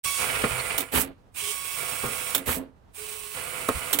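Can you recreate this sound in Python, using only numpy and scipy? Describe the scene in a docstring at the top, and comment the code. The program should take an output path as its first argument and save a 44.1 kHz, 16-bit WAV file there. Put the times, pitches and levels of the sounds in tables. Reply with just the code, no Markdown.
"""Tennis ball machine aiming

Outdoor court; the machine is close, a little to the right. A gear motor whines three times: already
running at first, then spinning up twice. Each time a coarser swivel drive joins in to turn the launch
head, and both stop with a clack. Twice a short rasp of the mechanism follows and runs down in a hum.
Hollow knocks sound in the plastic shell."""
import sys
import numpy as np
from scipy import signal
from scipy.fft import rfft, irfft, next_fast_len
from scipy.io import wavfile
from scipy.ndimage import map_coordinates

SR = 44100
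rng = np.random.default_rng(int(sys.argv[2]) if len(sys.argv) > 2 else 0)


def unload_wav(signal):
    """Save mono or channel-first audio to the path in sys.argv[1] as 16-bit WAV at rate SR, clipped to [-1, 1]."""
    wavfile.write(
        sys.argv[1],
        SR,
        np.round(np.clip(np.atleast_2d(signal).T, -1, 1) * 32767).astype(np.int16),
    )


N = 176400

# Motor runs. Each row: start, end and rise in seconds, hiss in dB, sag in dB/s, opening whirr in dB,
# whine in Hz, whine in dB, whine fade in dB/s, reverse flag.
MOTOR_RUNS = [(0.037, .8, 0.01, -29, 19, -34.5, 1120, -36.5, 45, 0),
              (1.34, 2.356, 0.051, -33.5, 1, -38, 1117, -46.5, 3.5, 0),
              (2.933, 3.94, 0.06, -38, 2, -58, 1099, -54, 1, 1)]
# Each row: multiple of the whine, forward level in dB, reverse level in dB.
GEAR_LINES = [(1, -1.5, -1.5), (2, -2, -20), (2.385, -7.5, -6), (2.72, -30, -5), (3, -4, -14),
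              (4, -13, -5.5), (5, -7.5, -18)]
# Each row: start and end in seconds, pitch in Hz, level in dB.
MOUNT_TONES = [(1.414, 1.513, 419.4, -47), (2.971, 3.147, 426, -49.5), (3.14, 3.331, 422.6, -54)]
# Each row: start in seconds, level in dB, T60 in seconds, pitch in Hz.
FRAME_THUDS = [(.047, -35.5, 0.085, 63.4), (0.439, -34, 0.21, 134.5), (0.511, -33, 0.27, 125.8),
               (.94, -28, 0.1, 90), (0.964, -29.5, 0.23, 70.3), (2.041, -35.5, 0.28, 129.8),
               (2.48, -26, 0.084, 122), (3.686, -34, 0.14, 105), (3.745, -28.5, 0.15, 74)]
# Each row: start and end in seconds, level in dB, sag in dB/s, hiss in dB, tooth rate in Hz.
SWIVEL_RUNS = [(0.176, 0.784, -27, 3, -37.5, 100.5), (1.761, 2.357, -32.5, 3.5, -41, 100.5),
               (3.336, 3.981, -33, -1, -42, 100.9)]
# Each row: start in seconds, level in dB, T60 in seconds.
GEAR_CATCHES = [(.349, -27, 0.097), (.44, -24.5, 0.027), (.702, -29.5, 0.069)]
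SHELL_KNOCKS = [(.438, -18.5, 0.11), (.938, -32, 0.14), (2.036, -27, 0.25), (2.487, -25, 0.046),
                (3.686, -17, 0.088)]
FEEDER_TICKS = [(.593, -36, .09)]
STOP_CLACKS = [(.779, -17.5, 0.096), (.804, -26, 0.076), (2.348, -14, 0.08), (2.378, -27.5, 0.078),
               (3.686, -22, 0.043), (3.929, -13, 0.1), (3.987, -16, 0.096)]
# Each row: start and end in seconds, pitch in Hz, level in dB, T60 in seconds.
COASTS = [(0.784, 0.825, 279.5, -36.5, 0.13), (0.932, 0.986, 252.2, -27, 0.14),
          (1.01, 1.106, 274, -38, 0.13), (2.356, 2.416, 274.2, -37.5, 0.19),
          (2.468, 2.501, 267.6, -34, 0.079), (2.544, 2.597, 270, -30.5, 0.29),
          (3.937, 4.003, 285, -35, .15)]
# Each row: start, end and rise in seconds, treble in dB, body in dB, sag in dB/s.
RASP_BURSTS = [(0.915, 1.014, 0.044, -23, -25.5, -0.5), (2.455, 2.569, 0.042, -23, -27, 83.5)]
# Partials. Each row: multiple of the base frequency, level in dB.
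TOOTH_PARTIALS = [(4.3, -10), (5, 3), (6.53, -3), (11, -3), (12, -3), (13, -2.5), (14, 3), (20.15, -0.5),
                  (22.7, 1)]
COAST_PARTIALS = [(1, -0.5), (1.34, -11.5), (1.67, -9), (1.98, -12.5), (2.41, -15.5)]
# Each row: frequency in Hz, level in dB.
SHELL_MODES = [(241, -0.5), (405, -5), (462, 1), (545, -4), (1100, -3.5), (1232, -1.5), (1395, -8.5)]
# Each row: frequency in Hz, width in Hz, level in dB.
METAL_MODES = [(7950, 220, -1), (10030, 150, 2), (12870, 830, -3.5), (15000, 150, -5.5)]
# Noise spectra. Each row: frequency in Hz, relative level in dB.
AIR_DB = [(15, -50), (25, -4.5), (76, -2), (276, -15.5), (955, -21.5), (2030, -33), (15800, -52.5)]
BRUSH_DB = [(70, -45), (135, -16), (220, -18), (370, -12), (450, -10.5), (702, -10.5), (1100, -6.5),
            (1500, -8), (1850, -10), (2450, -2.5), (3820, -8), (4400, -12.5), (5700, -8), (6700, -11.5),
            (8550, 1), (12800, -11.5), (15800, -2.5)]
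WHIRR_DB = [(1500, -32), (2400, -5), (3900, -8.5), (5700, -6.5), (7300, -4), (8500, 1), (11000, -3.5),
            (15500, -35.5)]
THUD_DB = [(20, -12), (60, 5), (140, -2), (220, -12), (2000, -72)]
GRIND_DB = [(24, -30), (40, -8), (135, -1), (214, -14), (270, -4.5), (310, -18), (401, -3), (573, -6),
            (1350, -4.5), (1850, -8), (2290, -2), (3630, -13), (6000, -20.5), (9000, -61.5)]
SWIVEL_HISS_DB = [(5000, -32.5), (7000, 3.5), (9200, 12), (11000, 4), (13000, -1)]
CATCH_DB = [(300, -19.5), (1200, -10.5), (1700, -10.5), (2400, 3), (3500, -15.5), (15000, -43.5)]
KNOCK_DB = [(150, -7), (500, 0.5), (2400, -13.5), (6000, -36.5)]
CLACK_DB = [(88, -37.5), (150, -18), (430, 1), (1090, -2.5), (2080, -4.5), (3590, 2), (4800, -9),
            (7990, -3), (14100, -1.5), (15800, 3)]
COAST_RATTLE_DB = [(100, -10), (220, 2.5), (500, -5.5), (2000, -23), (6000, -76.5)]
RASP_TREBLE_DB = [(2350, -37.5), (4000, -11), (8210, -4), (12700, -2.5), (14300, -7), (15800, 0)]
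RASP_BODY_DB = [(21, -25), (70, 4), (171, -11), (256, 7), (320, -10.5), (400, -2.5), (961, -6),
                (2710, -5.5), (4500, -15), (5850, -40), (9900, -120)]
# Stereo balance. Each row: frequency in Hz, left minus right in dB.
MOTOR_PAN_DB = [(100, -1.5), (500, 0.5), (800, 0), (1200, -6), (1900, -5.5), (2600, -11), (4500, 0),
                (7000, -1), (8500, -19.5), (10000, -24), (13000, -18), (15500, -15)]
SHELL_PAN_DB = [(100, -4), (500, 0), (1300, -7), (3000, -4.5)]
# Each row: frequency in Hz, left-right correlation.
COHERENCE = [(60, 0.53), (300, 0.38), (700, 0.082), (1300, 0), (3000, .05), (10000, 0.43)]

RATTLE_HZ, RATTLE_WIDTH_HZ = [1300, 2200, 2520, 2920], 56  # loose gears ringing
MOTOR_SLOWING_PER_S, COAST_SLOWING_PER_S = .011, .15  # fraction of pitch lost
TIME_S = np.arange(N) / SR


def amp(db):
    return np.exp(np.asarray(db) * (np.log(10) / 20))


def log_interp(points, hz):
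    knots_hz, values = np.transpose(points)
    return np.interp(np.log(hz + 1), np.log(knots_hz + 1), values)


def wobble(knots_per_s):
    """Smooth random curve."""
    coarse_s = TIME_S[::16]
    curve = map_coordinates(rng.standard_normal(4096), [coarse_s * knots_per_s + 2], mode="wrap")
    return np.interp(TIME_S, coarse_s, curve)


def filtered(x, response):
    size = next_fast_len(N + SR // 4)
    return irfft(rfft(x, size) * response(np.fft.rfftfreq(size, 1 / SR)), size)[..., :N]


def resonances(modes, f):
    """Gain of power-summed resonators at f Hz."""
    gains = (amp(db) * f * width / (hz * hz - f * f + 1j * f * width) for hz, width, db in modes)
    return np.sqrt(sum(np.abs(gain) ** 2 for gain in gains))


def noise(colour, pan_db=MOTOR_PAN_DB):
    """Stereo noise, mid rms 1; colour is a spectrum table or a gain function."""
    def mid_side(f):
        angle = np.arccos(np.clip(log_interp(COHERENCE, f), -1, 1)) / 2
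        return np.array([np.cos(angle), np.sin(angle)])

    def left_right(f):
        gains = amp(log_interp(pan_db, f) * np.array([[.5], [-.5]]))
        centre = np.sqrt((gains ** 2).sum(0) + 2 * np.clip(log_interp(COHERENCE, f), -.5, 1))
        return gains / centre * (colour(f) if callable(colour) else amp(log_interp(colour, f)))
    mid, side = filtered(rng.standard_normal((2, N)), mid_side)
    pair = filtered(np.array([mid + side, mid - side]), left_right)
    return pair / pair.mean(0).std()


def band_noise(hz, width_hz):
    return noise(lambda f: resonances([(hz, width_hz, 0)], f) ** 2)


def metal_noise(spectrum, ring_db):
    """Noise that also rings the metal parts."""
    return noise(lambda f: amp(log_interp(spectrum, f)) * (1 + amp(ring_db) * resonances(METAL_MODES, f)))


def tone(hz, blur_rad, wobble_hz, pan_db):
    """Panned sine, wandering in phase and level."""
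    drift_rad = blur_rad * (wobble(wobble_hz) + 2 * wobble(wobble_hz / 4))
    phase_rad = 2 * np.pi * np.cumsum(hz * np.ones(N)) / SR + drift_rad
    gains = amp(pan_db * np.array([[.5], [-.5]]))
    flicker = amp(2 * wobble(wobble_hz))
    return np.sqrt(2) * np.sin(phase_rad) * flicker * gains / gains.mean()


def gate(start_s, end_s, rise_s, t60_s, sag_db_s=0):
    """Linear rise, sagging hold, exponential release."""
    first, last = max(int(start_s * SR), 0), max(int((max(start_s, end_s) + 2 * t60_s) * SR), 0)
    t = TIME_S[first:last]
    sag_db = sag_db_s * np.clip(t - start_s, 0, abs(end_s - start_s))
    release_db = 60 * np.maximum(t - end_s, 0) / t60_s
    level = np.zeros(N)
    level[first:last] = np.clip((t - start_s) / rise_s, 0, 1) * amp(-sag_db - release_db)
    return level


def blows(rows, rise_s):
    """Summed impact envelopes."""
    return sum(amp(db) * gate(at_s, at_s + rise_s, rise_s, t60_s) for at_s, db, t60_s in rows)


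def chatter(ticks_per_s, t60_s):
    """Envelope of random, uneven ticks."""
    kicks = (rng.random(N) < ticks_per_s / SR) * np.sqrt(rng.exponential(size=N))
    return signal.lfilter([1], [1, -amp(-60 / (t60_s * SR))], kicks)


def housing(x, depth_db=3, spacing_hz=34.72):
    """Close, narrow resonances of the hollow housing."""
    knots = rng.standard_normal(4096)

    def response(f):
        ripple = map_coordinates(knots, [f / spacing_hz], mode="wrap")
        return amp(depth_db * np.clip(f / 2000, 0, 1) * ripple)
    return filtered(x, response)


def court_air():
    """Faint open-air rumble."""
    fade_in = np.clip(TIME_S / .031 - 1, 0, 1)
    return amp(-57.5) * noise(AIR_DB, SHELL_PAN_DB) * amp(1.7 * wobble(32)) * fade_in


def gear_motor(whirr_s=.188):
    """Brush hiss and a brief whirr flutter with the shaft; gear lines sink with speed; the mount hums."""
    hiss = whirr = whine = mount = 0
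    whine_hz, reverse = np.full(N, 1000.), np.zeros(N)
    for start_s, end_s, rise_s, db, sag_db_s, whirr_db, hz, whine_db, fade_db_s, backwards in MOTOR_RUNS:
        onset = amp(-27) * gate(start_s - rise_s / 2, start_s, rise_s, .2)
        hiss += amp(db) * (onset + gate(start_s, end_s, rise_s, .05, sag_db_s))
        whirr += amp(whirr_db) * gate(start_s, start_s + whirr_s, rise_s, .14) ** 2
        whine += amp(whine_db) * gate(start_s + rise_s, end_s, rise_s, .12, fade_db_s)
        age_s = TIME_S - start_s
        whine_hz = np.where(age_s >= 0, hz * (1 - MOTOR_SLOWING_PER_S * age_s), whine_hz)
        reverse = np.where(age_s >= 0, backwards, reverse)
    shaft = np.sin(2 * np.pi * np.cumsum(whine_hz / 38) / SR)
    lines = sum(amp(np.where(reverse, reverse_db, db)) * tone(k * whine_hz, .36, 60, pan_db=-13.5)
                for k, db, reverse_db in GEAR_LINES)
    for start_s, end_s, hz, db in MOUNT_TONES:
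        mount += amp(db) * gate(start_s, end_s, .016, .051) * tone(hz, .25, 70, pan_db=-15)
    flutter = amp(.847 * shaft + .52 * wobble(500) + 1.2 * wobble(30))
    rush = hiss * housing(noise(BRUSH_DB)) + whirr * housing(noise(WHIRR_DB))
    return rush * flutter + whine * lines + mount


def frame_thuds():
    """The frame swings after each jolt, over a dull rumble."""
    rumble = amp(-3.5) * noise(THUD_DB, SHELL_PAN_DB)
    thuds = 0
    for start_s, db, t60_s, hz in FRAME_THUDS:
        swing = np.sin(2 * np.pi * hz * (TIME_S - start_s))
        thuds += amp(db) * gate(start_s, start_s + .0034, .0079, t60_s) * (swing + rumble)
    return thuds


def swivel_drive():
    """Coarse teeth mesh: blurred partials, grind, loose-gear rattle and hiss."""
    load, hiss, tooth_hz = 0, 0, np.full(N, 100.)
    for start_s, end_s, db, sag_db_s, hiss_db, hz in SWIVEL_RUNS:
        running = gate(start_s, end_s, .016, .47, sag_db_s)
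        load += amp(db) * running
        hiss += amp(hiss_db) * running
        tooth_hz[TIME_S >= start_s] = hz
    mesh = np.sin(2 * np.pi * np.cumsum(tooth_hz) / SR)
    lines = sum(amp(db) * tone(k * tooth_hz, .44, 70, pan_db=-13) for k, db in TOOTH_PARTIALS)
    grind = housing(noise(GRIND_DB)) * amp(1.2 * mesh + 1.5 * wobble(250) + 1.7 * wobble(35))
    ringing = noise(lambda f: resonances([(hz, RATTLE_WIDTH_HZ, 0) for hz in RATTLE_HZ], f))
    rattle = chatter(ticks_per_s=31, t60_s=.05) * ringing
    gears = amp(-12) * rattle + amp(-8) * grind + amp(-21) * lines
    return load * gears + hiss * noise(SWIVEL_HISS_DB) * amp(.9 * wobble(400))


def bearing_squeal():
    """A bearing squeals thinly during the first swivel."""
    return amp(-43.5) * gate(.22, .8, rise_s=.05, t60_s=.1) * band_noise(9190, width_hz=170)


def gear_catches():
    """The gears catch briefly."""
    return blows(GEAR_CATCHES, rise_s=.0038) * noise(CATCH_DB)


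def shell_knocks():
    """Knocks ring the hollow plastic shell."""
    modes = sum(amp(db) * tone(hz, .48, 110, log_interp(SHELL_PAN_DB, hz)) for hz, db in SHELL_MODES)
    shell = amp(-8) * modes + amp(-5.5) * noise(KNOCK_DB, SHELL_PAN_DB)
    return blows(SHELL_KNOCKS, rise_s=.0032) * shell


def feeder_tick():
    """One light tick in the feeder."""
    return blows(FEEDER_TICKS, rise_s=.0037) * band_noise(4330, width_hz=440)


def stop_clacks():
    """Gears rattle briefly against their end of play."""
    return blows(STOP_CLACKS, rise_s=.00099) * metal_noise(CLACK_DB, ring_db=-.5) * amp(wobble(600))


def coasting_hum():
    """The drives coast to rest: a sinking hum over a soft rattle."""
    level, hum_hz = 0, np.full(N, 280.)
    for start_s, end_s, hz, db, t60_s in COASTS:
        level += amp(db) * gate(start_s, end_s, .0069, t60_s)
        age_s = TIME_S - start_s
        hum_hz = np.where(age_s >= 0, hz * (1 - COAST_SLOWING_PER_S * age_s), hum_hz)
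    hum = sum(amp(db) * tone(k * hum_hz, .2, 50, pan_db=-8) for k, db in COAST_PARTIALS)
    return level * (amp(-5) * hum + amp(-8.5) * noise(COAST_RATTLE_DB))


def rasp_bursts():
    """The mechanism rasps: rough metallic treble over a lower rumble."""
    treble = body = 0
    for start_s, end_s, rise_s, treble_db, body_db, sag_db_s in RASP_BURSTS:
        treble += amp(treble_db) * gate(start_s, end_s, rise_s, .11, sag_db_s)
        body += amp(body_db) * gate(start_s, end_s - .03, rise_s, .22, sag_db_s)
    rasp = treble * metal_noise(RASP_TREBLE_DB, ring_db=6) + body * noise(RASP_BODY_DB)
    return rasp * amp(1.2 * wobble(300) + 1.1 * wobble(60))


def restart_growl(start_s=1.35, end_s=1.5):
    """Gritty gear noise climbs as the motor gathers speed."""
    low, high = band_noise(2440, width_hz=630), band_noise(3100, width_hz=630)
    speed = np.clip((TIME_S - start_s) / (end_s - start_s), 0, 1)
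    level = amp(-41 + 2 * wobble(300)) * gate(start_s, end_s, rise_s=.035, t60_s=.1)
    return level * (np.sqrt(1 - speed) * low + np.sqrt(speed) * high)


def scene():
    drives = gear_motor() + restart_growl() + swivel_drive() + bearing_squeal()
    stops = stop_clacks() + rasp_bursts() + coasting_hum()
    impacts = frame_thuds() + gear_catches() + shell_knocks() + feeder_tick()
    return court_air() + drives + stops + impacts


def record(dry):
    """Soft peak limit, then a steep low-pass."""
    ceiling, cutoff_hz = .68, 15950
    rounded = dry / (1 + (dry / ceiling) ** 4) ** .25
    return filtered(rounded, lambda hz: 1 / (1 + (hz / cutoff_hz) ** 160))


dry = scene()
out = record(dry)
unload_wav(out)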